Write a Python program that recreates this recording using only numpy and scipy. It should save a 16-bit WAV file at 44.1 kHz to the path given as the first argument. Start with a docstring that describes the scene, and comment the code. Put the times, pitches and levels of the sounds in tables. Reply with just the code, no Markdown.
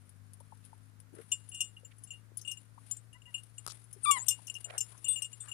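"""A far engine hums under soft muzzle smacks and paws scuffing soil as dogs jostle on a dirt yard.
A collar jingles, its metal pieces ringing in their natural modes at each impact, and lips splutter.
Then a puppy's vocal folds give one short falling yelp, with a thin whistle on top, that roughens
as the folds slacken. Nearly everything reaches the left port of the microphone."""
import sys
import numpy as np
from scipy import signal
from scipy.fft import rfft, irfft, next_fast_len
from scipy.io import wavfile
from scipy.ndimage import uniform_filter1d

SR = 44100
rng = np.random.default_rng(int(sys.argv[2]) if len(sys.argv) > 2 else 0)


def pcm_store(signal):
    """Save signal as 16-bit PCM."""
    levels = np.round(np.clip(np.atleast_2d(signal), -1, 1) * 32767)
    wavfile.write(sys.argv[1], SR, levels.astype(np.int16).T)


N = 244137
TIME = np.arange(N) / SR


def from_db(db):
    """Amplitude ratio of a level in decibels."""
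    return 10 ** (np.asarray(db) / 20)


def rms_one(x):
    """Normalisation to an rms of 1."""
    return x / np.sqrt(np.mean(x ** 2) + 1e-20)


def in_time(rows):
    """Linear interpolation of each column at every sample; the first column is time in seconds."""
    times, *columns = np.transpose(rows)
    return [np.interp(TIME, times, column) for column in columns]


def gain_at(points, hz):
    """Magnitude response at hz, interpolated between (Hz, dB) points on a logarithmic frequency axis."""
    point_hz, db = np.transpose(points)
    return from_db(np.interp(np.log(hz + 1e-9), np.log(point_hz), db))


def colour(x, points, lag=0):
    """Filtering in the frequency domain; a linear phase delays the sound by lag seconds."""
    size = next_fast_len(N + 4096)
    hz = np.arange(size // 2 + 1) * SR / size
    return irfft(rfft(x, size) * gain_at(points, hz) * np.exp(-2j * np.pi * hz * lag), size)[:N]


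def noise(points):
    """White noise filtered to a given spectrum, rms 1."""
    return rms_one(colour(rng.standard_normal(N), points))


def drift(rate):
    """Random modulation through rate new values a second, rms 1."""
    knots = rng.standard_normal(N // 8)
    return rms_one(np.interp(TIME * rate, np.arange(len(knots)), knots))


def phase_of(hz):
    """Phase as the integral of instantaneous frequency."""
    return 2 * np.pi * np.cumsum(hz) / SR


def add(out, start, sound):
    """Superposition of a sound from start seconds on."""
    i = int(start * SR)
    out[i:i + len(sound)] += sound[:max(N - i, 0)]


def bursts(rows, t60):
    """Envelope of sudden onsets (seconds, dB) with exponential decay, 60 dB in t60 seconds."""
    out, t = np.zeros(N), TIME[:SR // 10]
    for start, db in rows:
        add(out, start, from_db(db - 60 * t / t60))
    return out


def swell(start, length):
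    """Half-sine envelope: one smooth rise and fall."""
    return np.sin(np.pi * np.clip((TIME - start) / length, 0, 1))


def still_air():
    """Stationary background noise, uncorrelated between the two ports."""
    # Air spectrum at each port. Each row: frequency in Hz, relative level in dB.
    left_spectrum = [(25, -33.5), (40, -14), (55, 0.5), (110, 2), (200, -2.5), (400, -11), (800, -17),
                     (1500, -14.5), (3000, -28.5), (8000, -26), (15000, -33)]
    right_spectrum = [(25, -22), (40, -18), (60, -1), (110, 9), (200, 2), (400, 0), (700, -0.5),
                      (1500, 3.5), (3000, -3), (8000, -8.5), (15000, -11)]
    return np.array([from_db(-63.5) * noise(left_spectrum), from_db(-71.7) * noise(right_spectrum)])


def engine(start_hz=99.5, top_hz=114.6, settle_s=2.35, level_db=-0.3, wander_db=1.1, fade_db_per_s=3):
    """Periodic firing gives a line spectrum; the far engine creeps up in speed as its overtones fade."""
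    # Engine orders. Each row: multiple of the firing rate, relative level in dB.
    orders = [(.5, -71.5), (.75, -93), (1, -51), (1.5, -62.5), (2, -68), (2.5, -66)]
    firing_hz = top_hz - (top_hz - start_hz) * np.exp(-TIME / settle_s)
    phase = phase_of(firing_hz * (1 + 0.00614 * drift(8)))
    hum = np.zeros(N)
    for order, db in orders:
        fade_db = (order > 1) * fade_db_per_s * TIME
        hum += from_db(level_db + db + wander_db * drift(10) - fade_db) * np.sin(order * phase)
    return hum


def rustle(level_db=-2, grain_db=3):
    """Friction of chain and coats makes fine bright noise; small impacts of grit add sharper ticks."""
    # Friction envelope and grit ticks. Each row: time in seconds, relative level in dB.
    friction_levels = [(0, -69), (.3, -72.5), (.68, -63), (1.08, -79), (1.16, -59), (1.55, -61),
                       (1.92, -71.5), (2.15, -60), (2.3, -75), (2.58, -59), (2.72, -70.5), (2.9, -56),
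                       (3.14, -75.5), (3.38, -58.5), (3.58, -65), (3.71, -49.5), (3.87, -63.5),
                       (4.2, -51.5), (4.52, -55.5), (4.68, -58), (4.88, -54.5), (5.54, -56)]
    ticks = [(.093, -48), (.334, -44.5), (.402, -48.5), (.650, -45.5), (1.002, -48), (1.150, -48.5),
             (1.214, -48.5), (2.900, -48.5), (3.434, -46.5), (4.605, -44.5)]
    # Their spectra. Each row: frequency in Hz, relative level in dB.
    friction_spectrum = [(3000, -12), (6500, -17), (8200, -11), (9200, -1.5), (9900, 1), (10700, -4),
                         (11800, -24.5), (15000, -30)]
    grit_spectrum = [(800, -43), (3000, -17.5), (7500, -16.5), (9900, 5.5), (12000, -15), (15000, -41)]
    db, = in_time(friction_levels)
    friction = from_db(db + level_db + grain_db * drift(150)) * noise(friction_spectrum)
    return friction + bursts(ticks, t60=0.051) * noise(grit_spectrum)


def scuffs(grain_db=3):
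    """Sliding friction of paws on soil gives bands of grainy noise, uncorrelated between the ports."""
    # Each row: start in seconds, length in seconds, left level in dB, centre in Hz, left over right in dB.
    drags = [(1.124, 0.039, -47, 276, 22), (1.156, 0.082, -52, 396, 27), (1.123, 0.13, -61.5, 1200, 7),
             (1.209, 0.017, -65, 1950, -10), (0.627, 0.046, -64.5, 3160, 7), (1.907, 0.023, -62, 2300, -3),
             (2.376, 0.055, -57, 5100, 25), (3.679, 0.05, -45, 4860, 22), (4.65, 0.15, -49.5, 635, 16),
             (4.661, 0.14, -56, 1360, -4.5), (4.697, 0.013, -55, 2200, -11.5), (4.896, 0.11, -61, 1080, 10),
             (5.416, 0.11, -57, 1300, 15)]
    out = np.zeros((2, N))
    grains = rng.standard_normal((2, N)) * from_db(grain_db * drift(250))
    for start, length, db, hz, pan_db in drags:
        soil = signal.butter(1, [hz / np.sqrt(2), hz * np.sqrt(2)], "band", fs=SR, output="sos")
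        scrape = rms_one(signal.sosfilt(soil, signal.sosfilt(soil, grains)))
        out += from_db([[db], [db - pan_db]]) * swell(start, length) * scrape
    return out


def muzzle(ramp_s=0.0016, wobble=0.08, mouth_hz=1280, mouth_t60=0.011, mouth_db=-5):
    """Lips part with a snap, an impulse that excites a damped resonance of the mouth cavity."""
    # Pops of a wet splutter. Each row: start in seconds, level in dB.
    pops = [(3.665, -24), (3.6767, -24.5), (3.682, -27), (3.7, -32), (3.722, -38.5)]
    # Spectrum of a lip snap. Each row: frequency in Hz, relative level in dB.
    snap_spectrum = [(400, -45), (1300, -23), (2500, -6.5), (4800, 5.5), (8000, 7.5), (10500, 6.5),
                     (13000, -34)]
    # Soft smacks. Each row: start in seconds, relative level in dB, resonance in Hz, t60 in seconds.
    smacks = [(.404, -48, 944, .022), (.405, -48.5, 590, 0.019), (0.522, -39.5, 925, 0.022),
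              (.730, -36, 870, 0.014), (1.187, -46.5, 447, 0.039), (1.832, -46, 495, 0.017),
              (2.318, -35.5, 404, 0.0075), (2.778, -41.5, 1090, 0.021), (3.961, -54, 388, 0.042),
              (4.389, -46.5, 867, 0.02)]
    t = TIME[:SR // 10]
    out = bursts(pops, t60=0.0055) * noise(snap_spectrum)
    for start, db in pops:
        add(out, start, from_db(db + mouth_db - 60 * t / mouth_t60) * np.sin(2 * np.pi * mouth_hz * t))
    for start, db, hz, t60 in smacks:
        tone = np.sin(phase_of(hz * (1 + wobble * drift(620)[:len(t)])))
        add(out, start, from_db(db - 60 * t / t60) * (t / ramp_s) * tone)
    return out


def whimpers(octave_db=3):
    """Faint voicing: two harmonics under a slight random frequency modulation."""
    # Each row: start in seconds, length in seconds, pitch in Hz, level of the fundamental in dB.
    whines = [(3.144, 0.033, 975, -57.5), (3.263, 0.049, 975, -60.5)]
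    out, waver = np.zeros(N), 1 + 0.017 * drift(180)
    for start, length, hz, db in whines:
        phase = phase_of(hz * waver)
        harmonics = np.sin(phase) + from_db(octave_db) * np.sin(2 * phase)
        out += from_db(db) * swell(start, length) * harmonics
    return out


def struck_metal(strikes, groups, level_db, damping, tail_db, tail_t60, rise_s, detune_hz):
    """Free vibration: groups of damped modes ring until they settle or the next strike takes over."""
    # Each strike: start in seconds, ring time in seconds, then a relative level in dB for each group.
    out, rows = np.zeros(N), np.array(strikes)
    next_starts = np.append(rows[1:, 0], np.inf)
    for (start, ring_s, *group_dbs), next_start in zip(rows, next_starts):
        t = TIME[:int(np.clip(next_start - start + 0.01, 0.01, 0.2) * SR)]
        attack = 1 - np.exp(-t / rise_s)
        release = np.exp(-np.maximum(t + start - next_start, 0) / rise_s)
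        # Damping grows as the metal falls back against the fur; a faint free ring stays.
        loss = np.log(1000) * (t / ring_s) ** damping
        free_ring = from_db(tail_db - 60 * t / tail_t60)
        for db, modes in zip(group_dbs, groups):
            for hz, mode_db, ring_factor in modes:
                decay = np.exp(-loss / ring_factor ** damping) + free_ring
                detuned_hz = hz + detune_hz * rng.standard_normal()
                tone = np.sin(2 * np.pi * (detuned_hz * t + rng.random()))
                add(out, start, from_db(level_db + db + mode_db) * attack * release * decay * tone)
    return out


def metal_contact(contacts, rebound_s=0.024, rebound_db=-12):
    """Each impact (seconds, dB) is a broadband transient: a dry tick, chatter and a lighter rebound."""
    # Spectrum of metal touching metal. Each row: frequency in Hz, relative level in dB.
    spectrum = [(1500, -19), (2400, -27), (2950, 3), (3400, -7.5), (4400, -11.5), (5200, -4), (6000, -14),
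                (7200, 8), (9000, 7.5), (10000, 9.5), (11500, 0.5), (12600, -19), (14100, -10),
                (15200, -18)]
    rebounds = [(start + rebound_s, db + rebound_db) for start, db in contacts]
    chatter = from_db(-4 + 2 * drift(760)) * bursts(contacts, t60=0.095)
    ticks = from_db(-1) * bursts(contacts + rebounds, t60=0.012)
    return uniform_filter1d(chatter + ticks, size=64) * noise(spectrum)


def collar(rub=0.13, free_ring_s=0.0667, choke_db_per_s=752, firm_clink_db=-33, top_growth=0.45):
    """Impacts excite the modes of two large pieces and the chain links; harder ones favour overtones."""
    # Seven mode groups: low tones of the larger and the smaller piece, overtones of each, then the body,
    # bright and top modes of the links. Each row: frequency in Hz, relative level in dB, ring time factor.
    mode_groups = [
        [(2826, -.5, 1.0), (2885, -14, .85), (3100, -20, .7)],
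        [(3529, -4, 1.0)],
        [(7209, -.5, 1.0), (14412, -23, 1.2)],
        [(8227, .5, 1.0), (14425, -26, 1.0)],
        [(5391, -12, 1.15), (5683, -13, .65), (6204, -6, .6), (6415, -7, .7)],
        [(9283, -14, .6), (9840, -3, .55), (10060, -11, .55)],
        [(12534, -5, .55), (14060, -12, .55)],
    ]
    # The large pieces knock. Each row: start in seconds, relative level of the low tone in dB,
    # overtone over low tone in dB, smaller piece over larger in dB, ring time in seconds.
    knocks = [(1.318, -27, 6, -8, 0.069), (1.516, -48, -1, -9.5, .35), (1.543, -43, -2.5, -1.5, 0.27),
              (1.605, -25.5, -2, -2.5, 0.073), (1.636, -47, 5.5, -5, 0.13), (1.766, -46.5, -20, -10, 0.062),
              (1.848, -55.5, 13.5, -20, 0.057), (2.072, -59.5, 8.5, -9, 0.075), (2.105, -40, 1, -18, 0.08),
              (2.134, -46, -15, -9, 0.1), (2.449, -40.5, -8.5, -1, 0.089), (2.475, -33, -10.5, 6, 0.14),
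              (2.513, -33, -9, -3, 0.074), (2.571, -43, 1.5, -12, 0.044), (2.912, -70, 45.5, -15, 0.057),
              (2.967, -72, 30.5, -0.5, 0.055), (3.129, -51, -11, -6, 0.095), (3.219, -47.5, -4, -15, 0.021),
              (3.255, -50, -17, -13, 0.14), (3.342, -27.5, -5.5, -12.5, 0.066),
              (3.378, -40, -13.5, 4.5, 0.064), (3.58, -44.5, 8.5, -3.5, 0.039), (4.11, -25, 7, -4, 0.072),
              (4.264, -51.5, 10.5, 5, 0.059), (4.282, -43, 10.5, 12, 0.13), (4.307, -29.5, 0.5, -4, 0.099),
              (4.479, -37.5, -5, -1, 0.03), (4.498, -28.5, -1, -8.5, 0.03), (4.552, -35.5, -24, -4, 0.061),
              (4.564, -31.5, -19, -15, 0.036), (4.643, -39, 8.5, -7.5, .049), (4.779, -33, 3.5, 5, 0.037),
              (4.805, -34, 12.5, -13.5, 0.059), (5.043, -40, 9.5, -4.5, 0.066), (5.059, -36, -6.5, -8, .35),
              (5.082, -44.5, -9.5, 32, 0.25), (5.127, -45, 4, 12.5, 0.1), (5.158, -33, -1.5, -6.5, .14),
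              (5.183, -35.5, 1, -17, 0.05), (5.22, -29.5, -11.5, 14, 0.049),
              (5.244, -35.5, -1.5, 0.5, 0.066), (5.329, -45, 7.5, -12, 0.046), (5.403, -65, 20, 7, 0.13),
              (5.482, -47.5, 4.5, -8, 0.1), (5.514, -35.5, -6, -24, 0.14)]
    # The links clink. Each row: start in seconds, relative bright level in dB, body over bright in dB.
    clinks = [(1.316, -40.5, 5.5), (1.489, -34, -24), (1.544, -36, -11), (1.605, -33, 2.5),
              (1.982, -46.5, -18), (2.036, -34.5, -18), (2.371, -24.5, -21), (2.413, -44.5, 3.5),
              (2.474, -49, -2), (2.513, -33, -4.5), (2.911, -35, -6.5), (2.966, -56, 0), (3.13, -46.5, -17),
              (3.342, -42.5, -28), (3.839, -44.5, -18.5), (3.928, -34, -16), (4.11, -20, -8.5),
              (4.283, -21, 3), (4.304, -25.5, -3), (4.469, -37.5, -0.5), (4.541, -42, 3),
              (4.78, -34.5, 5.5), (4.807, -41, 11.5), (4.976, -47.5, -6), (5.079, -36, -16),
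              (5.128, -36, -26), (5.157, -41, -15), (5.221, -36.5, 1)]
    piece_strikes, link_strikes, contacts = [], [], []
    for start, low_db, hardness_db, small_db, ring_s in knocks:
        over_db = low_db + hardness_db
        small_over_db = over_db + small_db
        # Fur that shortens the ring also chokes the low tone of the smaller piece.
        small_low_db = small_over_db - 16 - choke_db_per_s * max(free_ring_s - ring_s, 0)
        link_db = (low_db + over_db) / 2 - 35   # every knock shakes the links a little
        levels = (low_db, small_low_db, over_db, small_over_db, link_db, link_db)
        piece_strikes.append((start, ring_s, *levels))
        contacts.append((start, max(low_db, over_db, small_over_db) - 19))
    for start, bright_db, body_db in clinks:
        mean_db = bright_db + body_db / 2
        top_db = mean_db - 4 + top_growth * (mean_db - firm_clink_db)
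        link_strikes.append((start, 0.081, bright_db + body_db, bright_db, top_db))
        contacts.append((start, mean_db - 8))
    ring = struck_metal(piece_strikes, mode_groups, level_db=2.5, damping=1.34,
                        tail_db=-28, tail_t60=0.35, rise_s=0.0017, detune_hz=5.4)
    ring += struck_metal(link_strikes, mode_groups[4:], level_db=2, damping=1.215,
                         tail_db=-31, tail_t60=0.2, rise_s=0.0011, detune_hz=9.2)
    # Pieces that still touch rub on each other and roughen the ring.
    return ring * (1 + rub * drift(700)) + metal_contact(contacts)


def whistle(flutter_hz=125, flutter_depth=0.99, waver=0.0176):
    """A thin tone far above the voice, amplitude-modulated into pulses as the throat slackens."""
    # Course of the whistle. Each row: time in seconds, frequency in Hz, level in dB.
    contour = [(4.027, 8050, -70), (4.034, 8650, -31.5), (4.051, 9460, -18), (4.057, 9600, -51),
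               (4.150, 8600, -57), (4.176, 8300, -37), (4.187, 7200, -28), (4.204, 6900, -28.5),
               (4.232, 7850, -31.5), (4.250, 7650, -60)]
    hz, db = in_time(contour)
    start, end = contour[0][0], contour[-1][0]
    flutter = flutter_depth * swell(start=4.168, length=0.067)
    gate = (0.5 + 0.5 * np.cos(2 * np.pi * flutter_hz * (TIME - end))) ** 2
    sounding = (TIME > start) & (TIME < end)
    tone = np.sin(phase_of(hz * (1 + waver * drift(2000))))
    return sounding * from_db(db) * (1 - flutter * (1 - gate)) * tone


def yelp(jitter=0.038, shimmer=0.81, hiss_db=-16, rasp_db=-6, slack_from_s=4.158, slacken_s=0.034):
    """Source and filter: the throat shapes the harmonics of a high voice that falls and turns rough."""
    # Each row: time in seconds, pitch in Hz, effort in dB, nasal boost of the fundamental in dB.
    contour = [(4.036, 1300, -80, 3), (4.053, 1358, -31.5, -7), (4.062, 1156, -31, -1.5),
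               (4.082, 1187, -31, 5.5), (4.107, 1175, -31.5, 12.5), (4.116, 1134, -31, 0.5),
               (4.146, 1099, -38, 1.5), (4.178, 997, -35.5, -2.5), (4.196, 911, -56.5, 1.5),
               (4.250, 1080, -74, 6)]
    # Response of throat and muzzle, then spectra of air past the teeth and of air in the throat.
    # Each row: frequency in Hz, relative level in dB.
    throat = [(900, 4.5), (1300, 5.5), (2150, 2), (2400, -5), (3100, -10), (3540, -2), (4100, -16),
              (4700, -16.5), (5800, -33), (7000, -25), (8200, -12), (10000, -4), (11000, -25), (12000, -45)]
    hiss_spectrum = [(500, -39), (1200, -16), (5500, -8), (8000, 2), (10000, 9), (11000, 3), (12000, -32)]
    rasp_spectrum = [(300, -1.5), (700, -6), (1100, 4), (1600, 6), (2100, -2), (3000, -8), (5000, -20)]
    hz, effort_db, nasal_db = in_time(contour)
    roughness = 0.015 + 0.84 * np.clip((TIME - slack_from_s) / slacken_s, 0, 1)
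    hz = hz * (1 + jitter * roughness * drift(700) + 0.002 * drift(300))
    phase = phase_of(hz)
    voice = from_db(nasal_db) * gain_at(throat, hz) * np.sin(phase)
    for harmonic in range(2, 12):
        voice += gain_at(throat, harmonic * hz) * np.sin(harmonic * phase)
    hiss = from_db(hiss_db) * noise(hiss_spectrum)
    # Slack folds let turbulent air through the low throat resonances.
    rasp = from_db(rasp_db) * roughness * noise(rasp_spectrum)
    voice *= 1 + shimmer * roughness * drift(600)
    sounding = (TIME > contour[0][0]) & (TIME < contour[-1][0])
    return sounding * from_db(effort_db) * (voice + hiss + rasp)


def scene():
    """Level and time differences: sounds are strong at the left port, late and thin at the right."""
    # Response of the right port against the left. Each row: frequency in Hz, gain in dB.
    right_port = [(100, -23.5), (400, -14), (800, -21), (1200, -13.5), (2300, -22.5), (2820, -18.5),
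                  (3500, -24), (7200, -52), (8300, -54), (12500, -40), (14300, -31.5)]
    # The collar swings into and out of line with that port. Each row: time in seconds, gain in dB.
    collar_swing = [(1.32, 16.5), (2.12, 12.5), (2.5, -6), (3.35, 6), (4.35, -16), (4.79, -1), (5.06, -9),
                    (5.54, -5)]
    jingle = collar()
    others = yelp() + whistle() + whimpers() + muzzle() + rustle() + engine()
    swing_db, = in_time(collar_swing)
    right = colour(others + from_db(swing_db) * jingle, right_port, lag=0.000302)
    return np.array([jingle + others, right]) + scuffs() + still_air()


def record(dry):
    """Band limiting: an elliptic low-pass filter cuts steeply above 15.4 kHz."""
    return signal.sosfilt(signal.ellip(10, 0.2, 80, 15400, fs=SR, output="sos"), dry)


dry = scene()
out = record(dry)
pcm_store(out)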